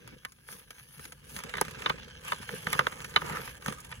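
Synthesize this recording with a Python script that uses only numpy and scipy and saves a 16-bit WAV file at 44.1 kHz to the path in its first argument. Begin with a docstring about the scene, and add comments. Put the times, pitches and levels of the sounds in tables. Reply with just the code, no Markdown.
"""A skater with a hockey stick passes close by on a frozen lake, under faint air and a light wind.
At first blades rasp and hiss stroke by stroke (fractures over shaving noise) and two early knocks sound.
From about 1.5 s the wind is stronger, and stick and puck knock in clusters (noise bursts, ringing modes).
The stick drags now and then in gritty slips; a strong knock near 2.8 s precedes the heaviest at 3.16 s.
Throughout, blades chip the ice in short snaps, and the sheet rumbles and booms in low sagging tones."""
import sys
import numpy as np
from scipy import signal
from scipy.fft import rfft, irfft
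from scipy.io import wavfile
from scipy.ndimage import uniform_filter1d

SR = 44100
rng = np.random.default_rng(int(sys.argv[2]) if len(sys.argv) > 2 else 0)


def digitize_waveform(pressure):
    """Quantize a signal to 16-bit integers and store it at the path in sys.argv[1].

    Rows of a 2-D input are taken as channels; values are limited to [-1, 1].
    """
    field = np.atleast_2d(pressure).T
    bounded = np.clip(field, -1, 1)
    quanta = np.round(bounded * 32767).astype(np.int16)
    wavfile.write(sys.argv[1], SR, quanta)


N = 176400

# light wind: t/s, level/dB
WIND_LEVEL = [(0, -65.5), (.8, -65.5), (1.4, -55), (2.4, -55), (4, -54)]
# spectra of wind and open air: f/Hz, level/dB per Hz
WIND_SPECTRUM = [(10, -25), (25, -17), (40, -12), (55, 0), (85, -4.5), (130, -1), (250, -14.5), (600, -53),
                 (16000, -114)]
AIR_SPECTRUM = [(50, 16.5), (300, 8), (750, -6), (2000, -14), (4000, -9), (10000, 0), (16000, -5)]
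AIR_DB = -65.5

# ice sheet booming under the skater's weight: t/s, level/dB, starting pitch f/Hz
BOOMS = [(0.044, -19, 133), (0.514, -26, 212), (0.808, -26, 134), (0.969, -24, 139), (1.36, -19, 195),
         (1.605, -35, 150), (1.884, -15, 168), (2.517, -19.5, 219), (2.571, -18, 173.6), (2.788, -12, 150),
         (3.224, -11, 150), (3.229, -20, 376), (3.395, -20, 156), (3.664, -20, 150)]
BOOM_RISE_S, BOOM_SAG_PER_S = 0.012, 2.6

# small clicks of blades chipping the ice: t/s, body level/dB, treble level/dB
CHIPS = [(0.076, -22.5, -22.5), (.321, -31.5, -25), (.526, -23, -23), (.706, -18, -18), (.783, -27.5, -36),
         (0.7963, -31, -36), (.976, -45, -34), (0.995, -21, -23), (1.053, -18.5, -17.5),
         (1.1222, -18.5, -18.5), (1.364, -12, -11.5), (1.389, -13.5, -15), (1.403, -16.5, -33),
         (1.437, -14, -14.5), (1.495, -16.5, -23), (1.5701, -10, -15.5), (1.65, -15.5, -19.5),
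         (1.682, -14, -22), (1.711, -22, -20.5), (1.795, -20, -31), (1.821, -11, -23), (1.982, -20.5, -50),
         (2.081, -25.5, -37), (2.429, -18, -39), (2.566, -28, -34), (2.645, -36, -20), (2.922, -15.5, -29),
         (3.045, -11, -15), (3.14, -16.5, -24), (3.332, -22, -41), (3.494, -25, -22), (3.623, -20.5, -25),
         (3.683, -7, -25), (3.701, -18.5, -26), (3.724, -14, -20.5), (3.803, -45, -18.5), (3.848, -27, -23),
         (3.915, -16.5, -47), (3.9245, -12, -39)]
# spectra of a flake of ice and of a sharp crack: f/Hz, level/dB per Hz
CHIP_SPECTRUM = [(60, -4), (400, -5.5), (750, -0.5), (1200, 3.5), (1700, 1.5), (2500, 5.5), (3300, -3),
                 (5000, -8.5), (9000, -32), (16000, -60)]
CRACK_SPECTRUM = [(200, -88), (2500, -23.5), (5000, 1.5), (7000, 2.5), (9500, 3.5), (12000, -1),
                  (14000, -3), (16500, -14)]
CHIP_DECAY_S, CHIP_SNAP_DB = 0.0049, -8  # snap: first click against the crumbling that follows

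# stick blade dragging over the ice: peak t/s, rise/s, fall/s, level/dB
DRAGS = [(1.475, 0.031, 0.024, -50), (1.54, 0.0058, 0.022, -53), (1.915, 0.069, 0.0073, -42.5),
         (2.77, 0.068, 0.14, -45), (3.325, 0.079, 0.068, -37)]
# spectrum of the drag: f/Hz, level/dB per Hz
DRAG_SPECTRUM = [(100, -18), (450, -6.5), (750, -3.5), (1020, -2.5), (1190, 3.5), (1350, 2), (1600, -5),
                 (2200, -4.5), (3000, -15), (5000, -28), (16000, -75)]
SLIPS_PER_S, SLIP_DB, SLIP_LAG_S = 520, -3.5, 0.00402

# stick and puck knocks: t/s, ice thump level/dB, thud level/dB, thud pitch f/Hz, stick ring level/dB,
# high ring level/dB, crack level/dB, ring length (share), bass lag/s
KNOCKS = [(0.25, -31, -10.5, 2110, -38, -21, -15, 0.18, 0.00091),
          (0.254, -35, -14.5, 1920, -21.5, -34, -25, 1.3, .001),
          (0.488, -48, -17.5, 1550, -32, -40, -40, 0.19, 0.00258),
          (1.5391, -30, -8, 1370, -8, -19.5, -22, 1.8, 0.0017),
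          (1.5535, -38, -17, 1390, -17, -21, -27, 0.85, 0.0017),
          (1.582, -34, -10.5, 1370, -9, -14, -24, 0.56, 0.0011),
          (1.6128, -11, 3.5, 870, -2.5, -37, 2.5, 0.56, .002),
          (1.8604, -43, -4.5, 1670, 1.5, 2, -20, 0.53, 0.00102),
          (1.897, -22, -14, 1400, -2.5, -5, -13.5, 0.4, 0.0022),
          (1.8999, -22, -3, 970, -2, -10, -33, 0.36, 0.0019),
          (2.321, -37, 0.5, 1200, -3.5, -10.5, -11.5, 0.63, 0.0022),
          (2.331, -22, -14, 960, -26, -20, -20, 0.59, 0.0023),
          (2.4918, -46, -8.5, 1640, -38, -24, -29, 0.37, 0.0046),
          (2.67, -10.5, -1.5, 1580, -8, -20, -19, 0.35, .004),
          (2.73, -29, -2.5, 2030, -2.5, -7.5, -1, 1.4, 0.0017),
          (2.75, -13.5, -8.5, 1150, -30, -26, -21, 0.45, 0.0084),
          (2.7922, -15, 7.5, 1360, 3, -10, -5.5, 0.37, 0.00284),
          (2.808, -20, -5.5, 1090, -10.5, -31, -32, 0.65, 0.0025),
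          (2.8689, -26, 5, 1400, -5, -14.5, -18.5, 0.096, .003),
          (3.1615, -22, 4.5, 1370, 7, 8.5, -8.5, .6, 0.0022),
          (3.172, -19, -15, 1510, -5.5, -4.5, -29, .4, 0.0014),
          (3.218, -18, -8, 1230, -25, -36, -31, 0.37, 0.012),
          (3.4764, -34, -18, 1710, -16, -39, -33, 0.28, 0.0019),
          (3.6612, -24, -7, 1470, -20, -27, -12.5, 0.37, 0.00389),
          (3.6814, -6.5, -9.5, 790, -19, -32, -13, .4, 0.0037)]
# modes of the stick blade: f/Hz, level/dB, t60/s before the ring length share
STICK_MODES = [(412, -14.5, 0.055), (534, -26.5, 0.062), (1062, -9.5, 0.11), (1208, -6.5, 0.084),
               (1235, -15, 0.039), (1534, -3.5, 0.047), (1753, -7, 0.063), (1964, -1.5, 0.032),
               (2090, 0, 0.033), (2440, 10.5, 0.011), (2953, 2.5, 0.055), (3604, 7.5, 0.029),
               (3860, 14, 0.01), (4676, -5, 0.018)]
HIGH_RING_HZ, MODE_SCATTER_DB, MODE_DETUNE = 2400, 3.5, 0.011
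# spectrum of the puck's thud: f (multiple of its pitch), level/dB per Hz
THUD_SPECTRUM = [(.05, -44), (.2, -14.5), (.33, -7), (.6, -4), (1, 2.5), (1.25, -1), (1.6, -6.5),
                 (2.8, -19), (6, -54), (14, -69)]
THUD_DECAY_S, THUD_RATTLE_DB = 0.0037, -3  # a freely ringing stick also rattles on the puck
THUMP_HZ, THUMP_RISE_S = 150, 0.0031  # each thump lands at 0.94 to 1.3 times this pitch
SNAP_DB, CRACK_DECAY_S, CRACK_TAIL_DECAY_S, CRACK_TAIL_DB = -21.5, 0.001, 0.00093, 5.5
BUZZ_DB, BUZZ_DECAY_S = -3.5, 0.0054  # the stick blade rattles against the ice after a blow
LEAD_S, LEAD_DB = 0.00194, -22.5  # part of a knock races ahead through the ice

# blade strokes: peak t/s, rise/s, fall/s, then deep grind, rasp, hiss and ice rumble level/dB
STROKES = [(.08, 0.078, 0.11, -66, -54, -66, -53.5), (0.534, 0.043, 0.051, -55, -53, -45.5, -60),
           (.77, 0.42, 0.15, -72, -59.5, -59.5, -68), (1.04, 0.098, 0.069, -59.5, -54, -48, -58.5),
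           (1.37, 0.072, 0.029, -50, -54, -44.5, -58), (1.58, 0.24, 0.41, -51.5, -47, -65, -49),
           (1.888, 0.082, 0.082, -52, -46, -77, -52), (2.08, 0.19, 0.27, -85, -54, -98, -57),
           (2.299, 0.059, 0.071, -44.5, -41.5, -50.5, -52.5), (2.419, 0.036, 0.023, -52, -45, -52, -59.5),
           (2.54, 0.047, 0.052, -45.5, -41, -43, -47), (2.76, 0.13, 0.14, -45.5, -44, -49.5, -45),
           (3.02, 0.18, 0.092, -47, -50, -57, -54), (3.309, 0.15, 0.12, -49, -44, -48, -44.5),
           (3.48, 0.13, 0.044, -51.5, -48, -48, -53), (3.688, 0.029, 0.045, -39.5, -44, -54, -41.5),
           (3.90, 0.66, 0.12, -52.5, -53.5, -63, -60)]
# spectra of the four stroke layers: f/Hz, level/dB per Hz
GRIND_SPECTRUM = [(60, -2), (200, -18), (430, -8), (700, -3), (1020, 1.5), (1200, 5.5), (1400, -10.5),
                  (1650, -8), (2300, -2), (4000, -17.5), (8000, 1), (16000, -16)]
RASP_SPECTRUM = [(100, -15), (400, -18.5), (750, -8), (1100, -5), (1350, -7), (1620, 6), (1900, -9.5),
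                 (2150, -3), (2450, 2.5), (2750, 6), (3300, -0.5), (4200, -5.5), (6500, -5.5), (9000, -73),
                 (16000, -67)]
HISS_SPECTRUM = [(500, -33), (2500, -17), (4500, 0), (6500, 3), (7700, -36), (8600, 7), (9700, 10),
                 (11500, 6.5), (13500, 4.5), (15500, -2), (16500, -13.5)]
RUMBLE_SPECTRUM = [(20, -28), (70, -3.5), (105, -19), (135, 0), (180, -2.5), (230, -5), (320, -13.5),
                   (500, -5), (1200, -62.5), (16000, -77)]
GRAINS_PER_S, GRAIN_SPREAD_DB = 1100, 5
PATCH_DB, PATCH_FRAMES, PATCH_BINS = 4, 22, 5
# the blade's resonance shifts with the load on its edge
BLADE_HZ, BLADE_WIDTH_HZ, BLADE_DRIFT, BLADE_DB = 1655, 128, .05, -9.5
CRACKLE_PER_S, CRACKLE_DB, CRACKLE_SPREAD_DB = 130, -3.5, 3  # coarse flakes, against the rasp
SWELL_DB, SWELL_HZ = 1.6, 7.6  # the skater's weight shifts on the edge

# bending waves: pitches below this come later, by half the bass lag two octaves down
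BEND_HZ = 2176
SHORE_DB, SHORE_T60_S = -16, 0.062

# where the skater is: t/s, left minus right level/dB
PAN = [(0, 1.5), (1.202, 2), (1.6, -0.5), (2.2, 1), (2.8, -0.3), (3.3, 0.3), (4, -0.4)]
# microphone pair, phase: f/Hz, lead of the left (radians)
PORT_PHASE = [(0, 0), (100, 0), (170, .4), (220, 1), (260, 1.7), (300, 3.1), (345, 4.3), (430, 5.1),
              (520, 6.3), (600, 7.8), (700, 10), (850, 12.2), (1080, 15), (1200, 17.8), (1400, 19.8),
              (1750, 19.3), (1950, 21), (2250, 20.6), (2500, 22.3), (2900, 22.6), (3400, 25.3),
              (3750, 27.2), (4300, 27.4), (5000, 28.6), (5600, 29.6), (6300, 31.4), (6800, 31),
              (7400, 29.2), (8700, 28.2), (10400, 25.2), (11500, 25), (13000, 22.2), (14200, 21.7),
              (15100, 18.9), (22050, 18.9)]
# microphone pair, balance: f/Hz, left minus right level/dB
PORT_BALANCE = [(60, 0), (300, 0), (430, .5), (630, -7), (900, -2), (1250, 0), (1500, -3), (2100, -4),
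                (2900, -2), (3200, 2), (3700, -3), (5300, -6), (7000, 0), (16000, 0)]
# how far diffuse sound differs between the pair: f/Hz, amplitude share (0 to 1)
APART = [(60, .03), (200, .2), (300, .75), (420, .35), (700, .4), (1100, .45), (1500, .3), (1900, .5),
         (2600, .3), (3500, .5), (6000, .55), (8500, .1), (12000, .35), (13500, .1), (16000, .3)]
# microphone colour: f/Hz, level/dB
MIC = [(200, -0.5), (290, 1), (400, 2), (560, 1), (770, -2.5), (980, 0), (1600, 0), (2100, 0.5),
       (2550, -1.5), (3200, -1), (4300, -1.5), (6500, -2.5), (13000, -3.5), (16000, -3)]
LOW_CUT_HZ, EDGE_HZ = 27, 16200


def amp(db):
    """Decibels to gain."""
    return 10 ** (np.asarray(db) / 20)


def evened(x):
    """Scales to an rms of one."""
    return x / np.sqrt(np.mean(x ** 2) + 1e-20)


def unit(x):
    """Scales to an energy of one."""
    return x / np.sqrt(np.sum(x ** 2) + 1e-20)


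def read(points, hz):
    """Reads a table on a log-frequency axis."""
    f, value = np.transpose(points)
    return np.interp(np.log(hz + 1), np.log(f + 1), value)


def add(mix, s, sound):
    """Adds a sound into the mix at time s."""
    part = mix[round(s * SR):][:len(sound)]
    part += sound[:len(part)]


def colour(x, points, size=4096):
    """Causal (minimum-phase) filter with the given spectrum."""
    log_gain = np.log(amp(read(points, abs(np.fft.fftfreq(size, 1 / SR)))))
    taps = np.fft.ifft(np.exp(np.conj(signal.hilbert(log_gain)))).real[:size // 2]
    return signal.fftconvolve(x, taps)[:len(x)]


def wander(rate_hz):
    """Random drift of rms one, rolling off above the given rate."""
    hz = np.fft.rfftfreq(N, 1 / SR)
    return evened(irfft(rfft(rng.standard_normal(N)) / np.sqrt(1 + (hz / rate_hz) ** 4), N))


def burst(t, decay_s):
    """A dying puff of noise."""
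    return unit(rng.standard_normal(len(t)) * np.exp(-t / decay_s))


def sparse_signs(per_s):
    """Random moments at the given mean rate, each pushing up or down."""
    return rng.choice([-1, 1], N) * (rng.random(N) < per_s / SR)


def dispersed(x, lag_s):
    """Bending waves in the ice sheet: delay grows with one over the root of frequency."""
    hz = np.fft.rfftfreq(len(x), 1 / SR)
    delay = lag_s * np.maximum(np.sqrt(BEND_HZ / np.maximum(hz, 20)) - 1, 0) / 2
    turns = np.cumsum(delay) * hz[1]
    return irfft(rfft(x) * np.exp(-2j * np.pi * turns), len(x))


def air():
    """The faint hush of the lake, as steady coloured noise."""
    return amp(AIR_DB) * evened(colour(rng.standard_normal(N), AIR_SPECTRUM))


def wind():
    """Low buffeting at the microphones, as bass noise with a fluttering level."""
    level_db = np.interp(np.arange(N) / SR, *np.transpose(WIND_LEVEL))
    level = amp(level_db + 1.5 * wander(rate_hz=14))
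    return level * evened(colour(rng.standard_normal(N), WIND_SPECTRUM))


def booms(size=8000):
    """Each boom swells softly and sags in pitch, as the slower bending waves arrive last."""
    out, t = np.zeros(N), np.arange(size) / SR
    for s, db, hz in BOOMS:
        turns = np.cumsum(hz * np.exp(-BOOM_SAG_PER_S * t)) / SR + rng.random()
        swell = t * np.exp(-t / BOOM_RISE_S)
        add(out, s, amp(db) * unit(swell * np.sin(2 * np.pi * turns)))
    return out


def patchy(x):
    """Random patches in time and frequency make the scrape's colour uneven."""
    z = signal.stft(x, nperseg=512, noverlap=384)[2]
    field = uniform_filter1d(rng.standard_normal(z.shape), size=PATCH_BINS, axis=0)
    field = uniform_filter1d(field, size=PATCH_FRAMES, axis=1)
    return signal.istft(z * amp(PATCH_DB * evened(field)), nperseg=512, noverlap=384)[1][:N]


def scrape(spectrum, chatter, grain_db, chatter_db):
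    """Tiny fractures under an edge over a fine shaving noise, their level moved by its chatter."""
    size = amp(GRAIN_SPREAD_DB * np.minimum(rng.exponential(1, N), 5))
    grains = size * sparse_signs(GRAINS_PER_S)
    drive = rng.standard_normal(N) + amp(grain_db) * evened(grains)
    return evened(colour(patchy(drive * amp(chatter_db * chatter)), spectrum))


def chips(size=3000):
    """Short snaps where a blade lands or breaks out a flake of ice."""
    out, t = np.zeros(N), np.arange(size) / SR
    snap = amp(CHIP_SNAP_DB) * (t == 0)
    for s, body_db, treble_db in CHIPS:
        body = colour(snap + burst(t, CHIP_DECAY_S), CHIP_SPECTRUM)
        treble = colour(snap + burst(t, decay_s=0.0054), CRACK_SPECTRUM)
        add(out, s, amp(body_db) * unit(body) + amp(treble_db) * unit(treble))
    return out


def drags(chatter):
    """The stick blade judders over the ice in uneven slips and sounds its main resonance."""
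    t, power = np.arange(N) / SR, 0
    for peak, rise, fall, db in DRAGS:
        away = (t - peak) / np.where(t < peak, rise, fall)
        power = power + amp(db) ** 2 * np.exp(-away ** 2)
    slips = rng.uniform(0.59, 1, N) * sparse_signs(SLIPS_PER_S)
    grit = evened(dispersed(colour(slips, DRAG_SPECTRUM), SLIP_LAG_S))
    rub = scrape(DRAG_SPECTRUM, chatter, grain_db=3, chatter_db=3.5)
    return np.sqrt(power) * evened(rub + amp(SLIP_DB) * grit)


def stick_modes(t, length):
    """A struck stick blade rings in decaying modes, with levels and pitches scattered blow by blow."""
    hz, db, t60 = np.transpose(STICK_MODES)[:, :, None]
    scatter, detune, phase = rng.standard_normal((3, len(hz), 1))
    level = amp(db + MODE_SCATTER_DB * scatter - 60 * t / (t60 * max(length, .1)))
    modes = level * np.sin(2 * np.pi * (hz * (1 + MODE_DETUNE * detune) * t + phase))
    modes *= 1 - np.exp(-t / 0.0017)  # soft onset
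    high = hz[:, 0] > HIGH_RING_HZ
    return modes[~high].sum(0), modes[high].sum(0)


def puck_thud(t, pitch_hz, length, lag_s):
    """The puck's click and rattle, coloured around its pitch and smeared by the ice."""
    hit = (t == 0) + min(length, 1) * amp(THUD_RATTLE_DB) * burst(t, THUD_DECAY_S)
    return dispersed(colour(hit, np.multiply(THUD_SPECTRUM, [pitch_hz, 1])), lag_s)


def knocks(size=6000):
    """Each blow cracks, thuds, rings the stick blade and thumps the ice sheet."""
    out, t = np.zeros(N), np.arange(size) / SR
    for s, thump_db, thud_db, thud_hz, ring_db, high_db, crack_db, length, lag_s in KNOCKS:
        low_ring, high_ring = stick_modes(t, length)
        thump_hz = THUMP_HZ * rng.uniform(0.94, 1.3)
        thump = t * np.exp(-t / THUMP_RISE_S) * np.sin(2 * np.pi * thump_hz * t)
        thud = puck_thud(t, thud_hz, length, lag_s)
        crack = amp(SNAP_DB) * (t == 0) + burst(t, CRACK_DECAY_S)
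        crack = crack + amp(CRACK_TAIL_DB) * burst(t, CRACK_TAIL_DECAY_S)
        crack = colour(crack, CRACK_SPECTRUM)
        buzz = colour(burst(t, BUZZ_DECAY_S), CHIP_SPECTRUM)
        ring = unit(low_ring) + amp(BUZZ_DB) * unit(buzz)
        add(out, s, amp(thump_db) * unit(thump) + amp(thud_db) * unit(thud)
            + amp(crack_db) * unit(crack) + amp(ring_db) * unit(ring)
            + amp(high_db) * unit(high_ring))
    return out


def stroke_levels():
    """Each stroke swells and fades; gives the gains of grind, rasp, hiss and rumble."""
    t, power = np.arange(N) / SR, 0
    for peak, rise, fall, *db in STROKES:
        away = (t - peak) / np.where(t < peak, rise, fall)
        power = power + amp(db)[:, None] ** 2 / (1 + away ** 2 / 2.71) ** 5.1
    return np.sqrt(power)


def blade_ring():
    """Friction sounds a resonance of the blade that drifts in pitch."""
    hz = BLADE_HZ * (1 + BLADE_DRIFT * wander(rate_hz=5.2))
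    turn = np.exp(2j * np.pi * np.cumsum(hz) / SR)
    r = np.exp(-np.pi * BLADE_WIDTH_HZ / SR)
    # shift the noise down, smooth it with a double pole, then shift it back up
    smooth = signal.lfilter([1], np.poly([r, r]), rng.standard_normal(N) / turn)
    return evened((turn * smooth).real)


def crackle():
    """Coarse flakes break away under the edge."""
    size = amp(CRACKLE_SPREAD_DB * np.minimum(rng.exponential(1, N), 3))
    return evened(colour(size * sparse_signs(CRACKLE_PER_S), CHIP_SPECTRUM))


def skates(levels, chatter):
    """The scraping edges, with blade ring and flakes, and the ice sheet rumbling under them."""
    grind, rasp, hiss, rumble = levels
    swell = amp(SWELL_DB * wander(rate_hz=SWELL_HZ))
    edge = scrape(RASP_SPECTRUM, chatter, grain_db=-1.5, chatter_db=2.0)
    edge = edge + amp(BLADE_DB) * blade_ring() + amp(CRACKLE_DB) * crackle()
    return (grind * scrape(GRIND_SPECTRUM, chatter, grain_db=1.5, chatter_db=3.0)
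            + swell * rasp * evened(edge)
            + swell * hiss * scrape(HISS_SPECTRUM, chatter, grain_db=-5.0, chatter_db=2.0)
            + rumble * scrape(RUMBLE_SPECTRUM, chatter, grain_db=1, chatter_db=-3.5))


def scattered(x, t60):
    """A diffuse tail of sound scattered over the open ice."""
    t = np.arange(SR) / SR
    tail = unit(rng.standard_normal(SR) * amp(-60 * t / t60))
    return signal.fftconvolve(x, tail)[:N]


def ports(direct, common, diffuse):
    """Two ports hear the sound with their own phase and level; diffuse sound differs between them."""
    hz = np.fft.rfftfreq(N, 1 / SR)
    apart = np.clip(read(APART, hz), 0, 1)
    tilt = amp(read(PORT_BALANCE, hz))
    both = rfft(direct) + np.sqrt(1 - apart ** 2) * rfft(common)
    side = apart * rfft(diffuse)
    lag = np.exp(-1j * np.interp(hz, *np.transpose(PORT_PHASE)))
    pair = np.array([tilt * (both + side), lag * (both - side)])
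    return irfft(pair * np.sqrt(2 / (1 + tilt ** 2)), N)  # the tilt keeps the pair's power


def scene():
    """Knocks, chips, drags and strokes on the open lake, with wind and booming ice."""
    blows, levels, chatter = knocks(), stroke_levels(), wander(rate_hz=28.0)
    lead = np.roll(colour(blows, CHIP_SPECTRUM), -round(LEAD_S * SR))
    hits = blows + chips() + amp(LEAD_DB) * lead

    def bed():
        """Air, drags, strokes and scattered hits, drawn afresh at each call."""
        shore = amp(SHORE_DB) * scattered(hits, SHORE_T60_S)
        return air() + drags(chatter) + skates(levels, chatter) + shore

    common, diffuse = bed(), bed()
    near = amp(-5) * scattered(hits, t60=0.012)
    pan, still = np.interp(np.arange(N) / SR, *np.transpose(PAN)), np.zeros(N)
    skater = ports(hits, common, diffuse + near) * amp([pan / 2, -pan / 2])
    return skater + ports(booms() + wind(), still, still)


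def record(dry):
    """The microphones' colour, then the recorder's bass cut and band limit."""
    dry = np.array([colour(channel, MIC) for channel in dry])
    bass_cut = signal.butter(4, LOW_CUT_HZ, "high", fs=SR, output="sos")
    dry = signal.sosfilt(bass_cut, dry)
    band_limit = signal.firwin(401, EDGE_HZ, window=("kaiser", 9), fs=SR)
    return signal.oaconvolve(dry, band_limit[None], "same")


dry = scene()
out = record(dry)
digitize_waveform(out)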